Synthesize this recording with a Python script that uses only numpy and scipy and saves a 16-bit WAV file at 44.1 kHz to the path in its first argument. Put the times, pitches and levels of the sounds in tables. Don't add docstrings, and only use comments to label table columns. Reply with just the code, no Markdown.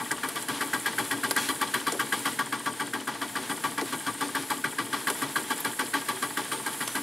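import sys
import numpy as np
from scipy import signal
from scipy.fft import rfft, irfft
from scipy.io import wavfile
from scipy.ndimage import uniform_filter1d

SR = 44100
rng = np.random.default_rng(int(sys.argv[2]) if len(sys.argv) > 2 else 0)


def int16_out(signal):
    q = np.round(np.clip(np.atleast_2d(signal).T, -1, 1) * 32767)
    wavfile.write(sys.argv[1], SR, q.astype(np.int16))


def voltage_ratio(decibels):
    exponent = np.asarray(decibels, float) / 20
    return 10 ** exponent


N = 309582

# centre_hz, width_hz, level_db
PLATE_MODES = [(866, 58, -1), (977, 47, -2.5), (1149.7, 44, 2.5), (1434, 52, -4.5), (1610, 45, -3.5),
               (1957, 43, -4.5), (2294, 63, -7.5)]
# centre_hz, width_hz, level_db
LINK_MODES = [(2992, 120, -0.5), (3280, 67, 2.5), (3475, 65, -3.5), (4046, 81, -3), (4650, 380, -7.5),
              (5540, 1030, -16.5)]
# centre_hz, width_hz, level_db
BENCH_MODES = [(226, 47, -4.5), (234, 21.7, 0), (281.5, 12, 6.5), (323.7, 7.2, 0.5), (378.3, 12, 2.5),
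               (448, 14.4, -5), (486, 13, -6), (604, 20, -7.5)]
# centre_hz, width_hz, level_db
NOZZLE_MODES = [(8390, 90, -5), (8850, 170, 0), (9100, 250, -5), (6650, 200, -9)]


def unit(x):
    return x / np.sqrt(np.mean(x ** 2))


def ring(x, modes):
    total = 0
    for k, (hz, width, db) in enumerate(modes):
        resonance = signal.iirpeak(hz, hz / width, fs=SR)
        total = total + (-1) ** k * voltage_ratio(db) * signal.lfilter(*resonance, x)
    return total


def colour(x, points):
    hz, db = np.transpose(points)
    f = np.fft.rfftfreq(N, 1 / SR) + 1
    return irfft(rfft(x) * voltage_ratio(np.interp(np.log(f), np.log(hz), db)), N)


def below(x, hz):
    return signal.sosfiltfilt(signal.butter(7, hz, fs=SR, output="sos"), x)


def walk(rate):
    hold = int(SR / rate)
    steps = np.repeat(rng.standard_normal(N // hold + 1), hold)
    return 1.77 * uniform_filter1d(uniform_filter1d(steps, hold), hold)[:N]


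def swell(s, db, rise, fall):
    lead = SR // 4
    t = np.arange(lead) / SR
    shape = (1 - np.exp(-t / rise)) ** 2 * np.exp(-t / fall)
    out = np.zeros(N + 3 * lead)
    starts = np.clip((s * SR).astype(int) + lead, 0, N + lead)
    gains = np.broadcast_to(voltage_ratio(db) / shape.max(), s.shape)
    for start, gain in zip(starts, gains):
        out[start:start + lead] += gain * shape
    return out[lead:lead + N]


def grit(rate, spread_db):
    hit = rng.random(N) < rate / SR
    size, sign = rng.exponential(size=N), rng.standard_normal(N)
    return unit(hit * sign * voltage_ratio(spread_db * np.minimum(size, 2)))


def struck(envelope, modes, rate, spread_db):
    force = grit(rate, spread_db)
    return ring(force * envelope, modes) / np.std(ring(force, modes))


def blow(s, db, modes, soft):
    return ring(ring(swell(s, db, soft / 2, soft), modes), modes)


def curve(layer, s=None):
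    # time_s, level_db
    effort = [(0, -7), (.4, -1.5), (.75, 1.5), (1.4, 2), (2.2, 1.5), (2.5, 0), (3.5, -2), (4.2, -1),
              (5.1, -0.5), (5.5, -1), (5.9, 1), (6.3, -1.5), (7.02, -2.5)]
    # time_s, upper_hiss_db
    shade = [(0, -5), (.6, -3), (.9, -2.3), (1.15, -2), (1.45, 1.5), (1.65, -2.2), (2.2, 0), (2.36, -3),
             (2.48, -11), (3.15, -9.5), (3.5, -3), (4.2, -6.5), (4.45, 0.5), (4.75, -7.5), (5.1, 3.5),
             (5.62, 0.2), (6.1, 0), (7.02, 3)]
    s = np.arange(N) / SR if s is None else s
    level_db, effort_share, shade_share = layer
    effort_db = np.interp(s, *np.transpose(effort))
    shade_db = np.interp(s, *np.transpose(shade))
    return level_db + effort_share * effort_db + shade_share * shade_db


def turns():
    # time_s, turns_done
    flywheel = [(-0.012, -1), (0.3565, 2), (1.8661, 14), (2.255, 17), (2.6598, 20), (3.0739, 23),
                (3.6373, 27), (4.3501, 32), (4.4992, 33), (5.6472, 41), (6.9516, 50)]
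    # time_s, knock_peak_db, chatter_db (against the usual)
    odd_strokes = [(0.109, -18, -3), (0.2336, -15, -0.5), (0.3561, -25, -3.5), (0.4843, -18.5, -1.5),
                   (0.9845, -10.5, 0), (1.2356, -12.5, -2), (1.3625, -12, 1.5), (1.4875, -20.5, 1.5),
                   (1.613, -17.5, 0.8), (1.8671, -15, 0.7), (2.1243, -10.5, -3), (2.9356, -15.5, 0),
                   (3.6384, -19, 2), (3.7785, -16.5, 1.5), (3.924, -30, -3.5), (4.2079, -22, -0.7),
                   (4.35, -15.5, -1), (4.5022, -16.5, 0.5), (4.642, -12, -1.1), (4.7848, -18, -1),
                   (5.0712, -15, 0.5), (5.2186, -19.5, -1.5), (5.3588, -13, 0), (5.7923, -12.5, -0.3),
                   (6.0853, -19.5, 0), (6.2239, -19.5, 1), (6.6617, -21.5, -0.5), (6.806, -19, -2.5)]
    marks, done = np.transpose(flywheel)
    s = np.interp(np.arange(done[0], done[-1] + 1), done, marks)
    db = curve((-15.5, 2.2, 0.14), s)
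    chatter = curve((-26, 0.3, 0.033), s)
    links = curve((-31, 1, 0.29), s)
    crack = curve((-31, 1, 0.44), s)
    boom = curve((-33, 0.5, 0.079), s)
    odd_s, odd_db, odd_chatter = np.transpose(odd_strokes)
    odd = np.abs(s[:, None] - odd_s).argmin(axis=0)
    s[odd], db[odd] = odd_s, odd_db
    chatter[odd] += odd_chatter
    return s, db, chatter - db, links - db, crack - db, boom - db


def load():
    return 0.74 + swell(turns()[0], -2, 0.0022, 0.027)


def shop():
    # frequency_hz, density_db (per Hz)
    rumble = [(15, -67), (25, -31), (70, -11), (99, -23), (123, -5), (189, -7.5), (279, 2), (303, -0.5),
              (344, -2.5), (384, -13), (461, -2), (537, -22), (700, -5), (910, -38), (1540, -120)]
    noise = unit(colour(rng.standard_normal(N), rumble))
    return noise * voltage_ratio(-44 + 0.6 * walk(20)) * load()


def rustle():
    # frequency_hz, density_db (per Hz)
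    friction = [(290, -24), (500, -11.5), (769, -16), (868, -0.5), (1040, -9.5), (1140, -5.5), (1280, -11),
                (1610, -6), (2710, -12.5), (3300, -10), (7000, -18.5), (9100, -54), (15400, -120)]
    # time_s, pitch_hz, level_db
    bearing = [(6.84, 6330, -61), (6.858, 6380, -50), (6.871, 6330, -51), (6.876, 6030, -53),
               (6.94, 6010, -52), (6.975, 5980, -61)]
    # centre_hz, width_hz, level_db
    guide_modes = [(3210, 260, -3), (1170, 67, -8), (850, 76, -1)]
    scrape_db = curve((-43.5, 0.22, 0.26))
    noise = rng.standard_normal(N) + 0.38 * grit(800, 0.7)
    scrape = unit(colour(noise, friction)) * voltage_ratio(scrape_db + 4.0 + 1.15 * walk(30))
    s, hz, db = np.transpose(bearing)
    t = np.arange(N) / SR
    phase = 2 * np.pi * np.cumsum(np.interp(t, s, hz)) / SR
    squeak = np.sin(phase) * voltage_ratio(np.interp(t, s, db, -99, -99) + 1.5 * walk(90) + 4.0)
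    guide = struck(voltage_ratio(scrape_db - 12 + 1.1 * walk(25)), guide_modes, 2500, 1.7)
    return (scrape + guide) * load() + squeak


def steam():
    # frequency_hz, density_db (per Hz)
    jet = [(5000, -36), (6300, -15.5), (7300, -2.5), (9200, -1), (10000, 5), (10900, 10), (11700, 2),
           (12600, -4), (14200, -12), (15600, -10.5), (16500, -30)]
    leak = colour(rng.standard_normal(N) + 0.25 * grit(590, 6.5), jet)
    low, middle = below(leak, 9300), below(leak, 12300)
    bands = unit(low) * voltage_ratio(curve((-45.5, 0.14, 0.39)))
    bands += unit(middle - low) * voltage_ratio(curve((-44, 0.1, 0.63)) - 2.0)
    bands += unit(leak - middle) * voltage_ratio(curve((-52.5, 0.1, 0.52)) + 0.5)
    tone = unit(ring(ring(rng.standard_normal(N), NOZZLE_MODES), [(8440, 2100, 0)]))
    whistle = tone * voltage_ratio(-50.5 + 2.7 * walk(8.3)) * load() ** 1.3
    return bands * voltage_ratio(1.0 * walk(25)) + whistle


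def taps():
    # start_s, peak_db, centre_hz, plate_db, bench_db
    contacts = [(0.1143, -18, 8650, -24, -34), (0.287, -21, 10100, -32, -60), (0.424, -25, 8870, -51, -52),
                (1.3103, -16, 10500, -19, -32), (1.9215, -18.5, 7600, -30.5, -22),
                (1.948, -40, 8200, -42, -29.5), (3.813, -31, 9700, -26.5, -22.5),
                (4.352, -32, 9150, -44, -31), (5.1005, -18.5, 10100, -23, -24),
                (5.579, -35, 10100, -42, -48), (5.603, -19.5, 12600, -40, -56),
                (6.877, -22, 8850, -23.5, -56)]
    # start_s, level_db
    rubs = [
        (1.365, -33),
        (1.41, -44),
        (1.44, -40),
    ]
    s, db, hz, plate_db, bench_db = np.transpose(contacts)
    noise = rng.standard_normal(N)
    click = np.zeros(N)
    for t, d, f in zip(s, db, hz):
        tone = unit(ring(ring(noise, [(f, 4000, 0)]), [(f, 4000, 0)]))
        click += swell(np.array([t, t + 0.006]), np.array([d - 5, d - 14]), 0.00083, 0.0019) * tone
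    plate_modes = PLATE_MODES + [(715, 1900, -10), (2920, 1200, -8), (4840, 2100, -12)]
    plate = struck(swell(s - .001, plate_db + .5, 0.000079, 0.005), plate_modes, 12000, 0.52)
    thud_modes = BENCH_MODES + [(300, 105, 2.0), (445, 160, 6), (700, 350, -3)]
    thud = struck(swell(s - .002, bench_db - 7.0, 0.002, 0.018), thud_modes, 5000, 1.3)
    rub_modes = LINK_MODES + [(6470, 3500, -4), (2300, 2700, -2)]
    rub = struck(swell(*np.transpose(rubs), 0.012, 0.029), rub_modes, 11000, 1.3)
    return click + plate + thud + rub


def bench_boom(s, db, luck):
    # delay_s, top_db, legs_db
    pushes = [
        (.001, 3, -13),
        (.022, -8.5, 2.5),
        (.043, -6.5, 2),
        (.054, -27, -0.5),
        (.085, -10, -2.5),
    ]
    # centre_hz, width_hz, level_db
    leg_modes = [(101.7, 21, -2.5), (122.7, 71, 1), (149, 69, -2)]
    top, legs = np.zeros(N), np.zeros(N)
    for k, (late, top_db, leg_db) in enumerate(pushes):
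        top += swell(s + late, db + top_db, 0.00052, 0.00059) * (-1) ** k
        legs += swell(s + late, -45 + 0.63 * luck + leg_db, 0.00044, 0.0013) * (-1) ** k
    shake = struck(swell(s, db - 6.0, 0.0053, 0.05), BENCH_MODES + leg_modes, 1500, 4.8)
    return voltage_ratio(15.5) * ring(top, BENCH_MODES) + voltage_ratio(7.5) * ring(legs, leg_modes) + shake


def crank_knock(s, db, chatter_db, back, luck):
    # centre_hz, width_hz, level_db
    crank_modes = [(1617, 70, 5), (1730, 110, -9), (1890, 98, 0)]
    # time_s, level_db
    seating = [(0, 1), (.6, -5), (1.4, 1.5), (2.3, 1), (6.0, 2.2), (7.02, -12)]
    seat_db = np.interp(s, *np.transpose(seating))
    knock = blow(s - .0015, db + 17.5, [(1603, 240, 0)], .00006)
    knock += blow(s + 0.002004, chatter_db + 32.5 + seat_db, [(1146, 55, 0)], .00009)
    knock += blow(s + .014, chatter_db + 22 + 1.4 * luck, [(859, 73, 0)], 0.00009)
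    slack = swell(s - .0055, db - 21, .003, .003)
    knock += struck(slack, [(1600, 250, 0), (1150, 200, -4)], 9000, 1)
    crank = swell(s - .001, db - 10.0, 0.00042, 0.0098) + voltage_ratio(-40.5) * back
    return knock + struck(crank, crank_modes, 9000, 4.7)


def engine():
    # centre_hz, width_hz, level_db
    brass_modes = [(7200, 1600, 2.5), (8870, 1500, 7.5), (10100, 530, 8.5), (11700, 480, 6),
                   (13200, 410, 6.5), (13700, 1000, -6)]
    s, db, chatter, links, crack, bench = turns()
    turn = uniform_filter1d(np.diff(s, append=2 * s[-1] - s[-2]), size=5)
    luck = rng.standard_normal((len(s), 6)).T
    chatter_db = db + chatter
    links_db = db + links + 0.73 * luck[4]
    crack_db = db + crack + 0.73 * luck[5]
    back = swell(s + .54 * turn, 0.65 * luck[0], 0.0024, 0.0043)

    plate = swell(s, chatter_db - 3.0, 0.0013, 0.0077)
    plate += swell(s + 0.0085, chatter_db - 5.5, 0.0027, 0.02) + voltage_ratio(-38.0) * back

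    rods = swell(s, links_db + 1.0, 0.00022, 0.0032) + swell(s + 0.0057, links_db - 4, 0.0017, 0.016)
    rods += swell(s + .455 * turn, -39.5 + luck[1], 0.00051, 0.0037) + voltage_ratio(-46.5) * back

    brass = swell(s + 0.00028, crack_db + 0.5, 0.00048, 0.0054)
    brass += swell(s + 0.0079, crack_db - 12, 0.0042, 0.01)

    valve_db = curve((-46.5, .2, 0.11), s)
    valve = swell(s + .515 * turn, valve_db + 13.0 + luck[2], 0.00028, 0.0024)

    sound = crank_knock(s, db, chatter_db, back, luck[0])
    sound += struck(plate, PLATE_MODES, 4000, 0.82)
    sound += struck(rods, LINK_MODES, 5000, 0.91)
    sound += struck(brass, brass_modes, 12000, 3.8)
    sound += struck(valve, brass_modes[:2] + NOZZLE_MODES, 27000, .6)
    return sound + bench_boom(s, db + bench, luck[3])


def scene():
    # frequency_hz, left_minus_right_db
    left_level = [(60, 0.5), (110, 0.5), (200, 1.0), (380, 1.0), (700, 2.0), (1290, 1.5), (2380, 0.5),
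                  (4400, 0.0), (8120, 0.5), (15000, 0.0)]
    # frequency_hz, left_lead_rad
    left_lead = [(0, 0), (520, 0.15), (2580, 0.0), (15800, 0.0)]
    # time_s, left_minus_right_db
    drift = [(0, .5), (4.8, .5), (5.6, -.1), (7.02, -.2)]
    dry = engine() + taps() + steam() + rustle() + shop()
    t = np.arange(SR // 2) / SR
    t60_s = .12
    tails = rng.standard_normal((2, len(t))) * 1000. ** (-t / t60_s) * (t > .003)
    room = [signal.fftconvolve(dry, tail / np.linalg.norm(tail))[:N] for tail in tails]
    f = np.fft.rfftfreq(N, 1 / SR)
    tilt_db = np.interp(f, *np.transpose(left_level))
    tilt = voltage_ratio(tilt_db / 2) * np.exp(.5j * np.interp(f, *np.transpose(left_lead)))
    near = np.array([irfft(rfft(dry) * tilt, N), irfft(rfft(dry) / tilt, N)])
    drift_db = np.interp(np.arange(N) / SR, *np.transpose(drift))
    near = near * voltage_ratio(np.array([drift_db, -drift_db]) / 2)
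    apart = voltage_ratio(-19) * below(steam(), 9100) + voltage_ratio(-30) * rustle() + voltage_ratio(-27) * shop()
    apart += voltage_ratio(-64) * unit(ring(rng.standard_normal(N), [(6500, 3800, 0)]))
    apart += voltage_ratio(-74) * unit(below(rng.standard_normal(N), 45))
    return near + voltage_ratio(-18) * np.array(room) + apart * np.array([[1], [-1]])


def top_cut(x):
    return signal.sosfilt(signal.butter(12, 16260, fs=SR, output="sos"), x)


def record(dry):
    high_pass = signal.butter(6, 97, "high", fs=SR, output="sos")
    bass_cut = signal.sosfilt(high_pass, dry) + 0.39 * below(dry, 70)
    rounded = np.tanh(1.798 * bass_cut) / 1.8
    low_pass = signal.ellip(11, .2, 80, 15640, fs=SR, output="sos")
    mix = signal.sosfilt(low_pass, rounded)
    return top_cut(mix)


dry = scene()
out = record(dry)
int16_out(out)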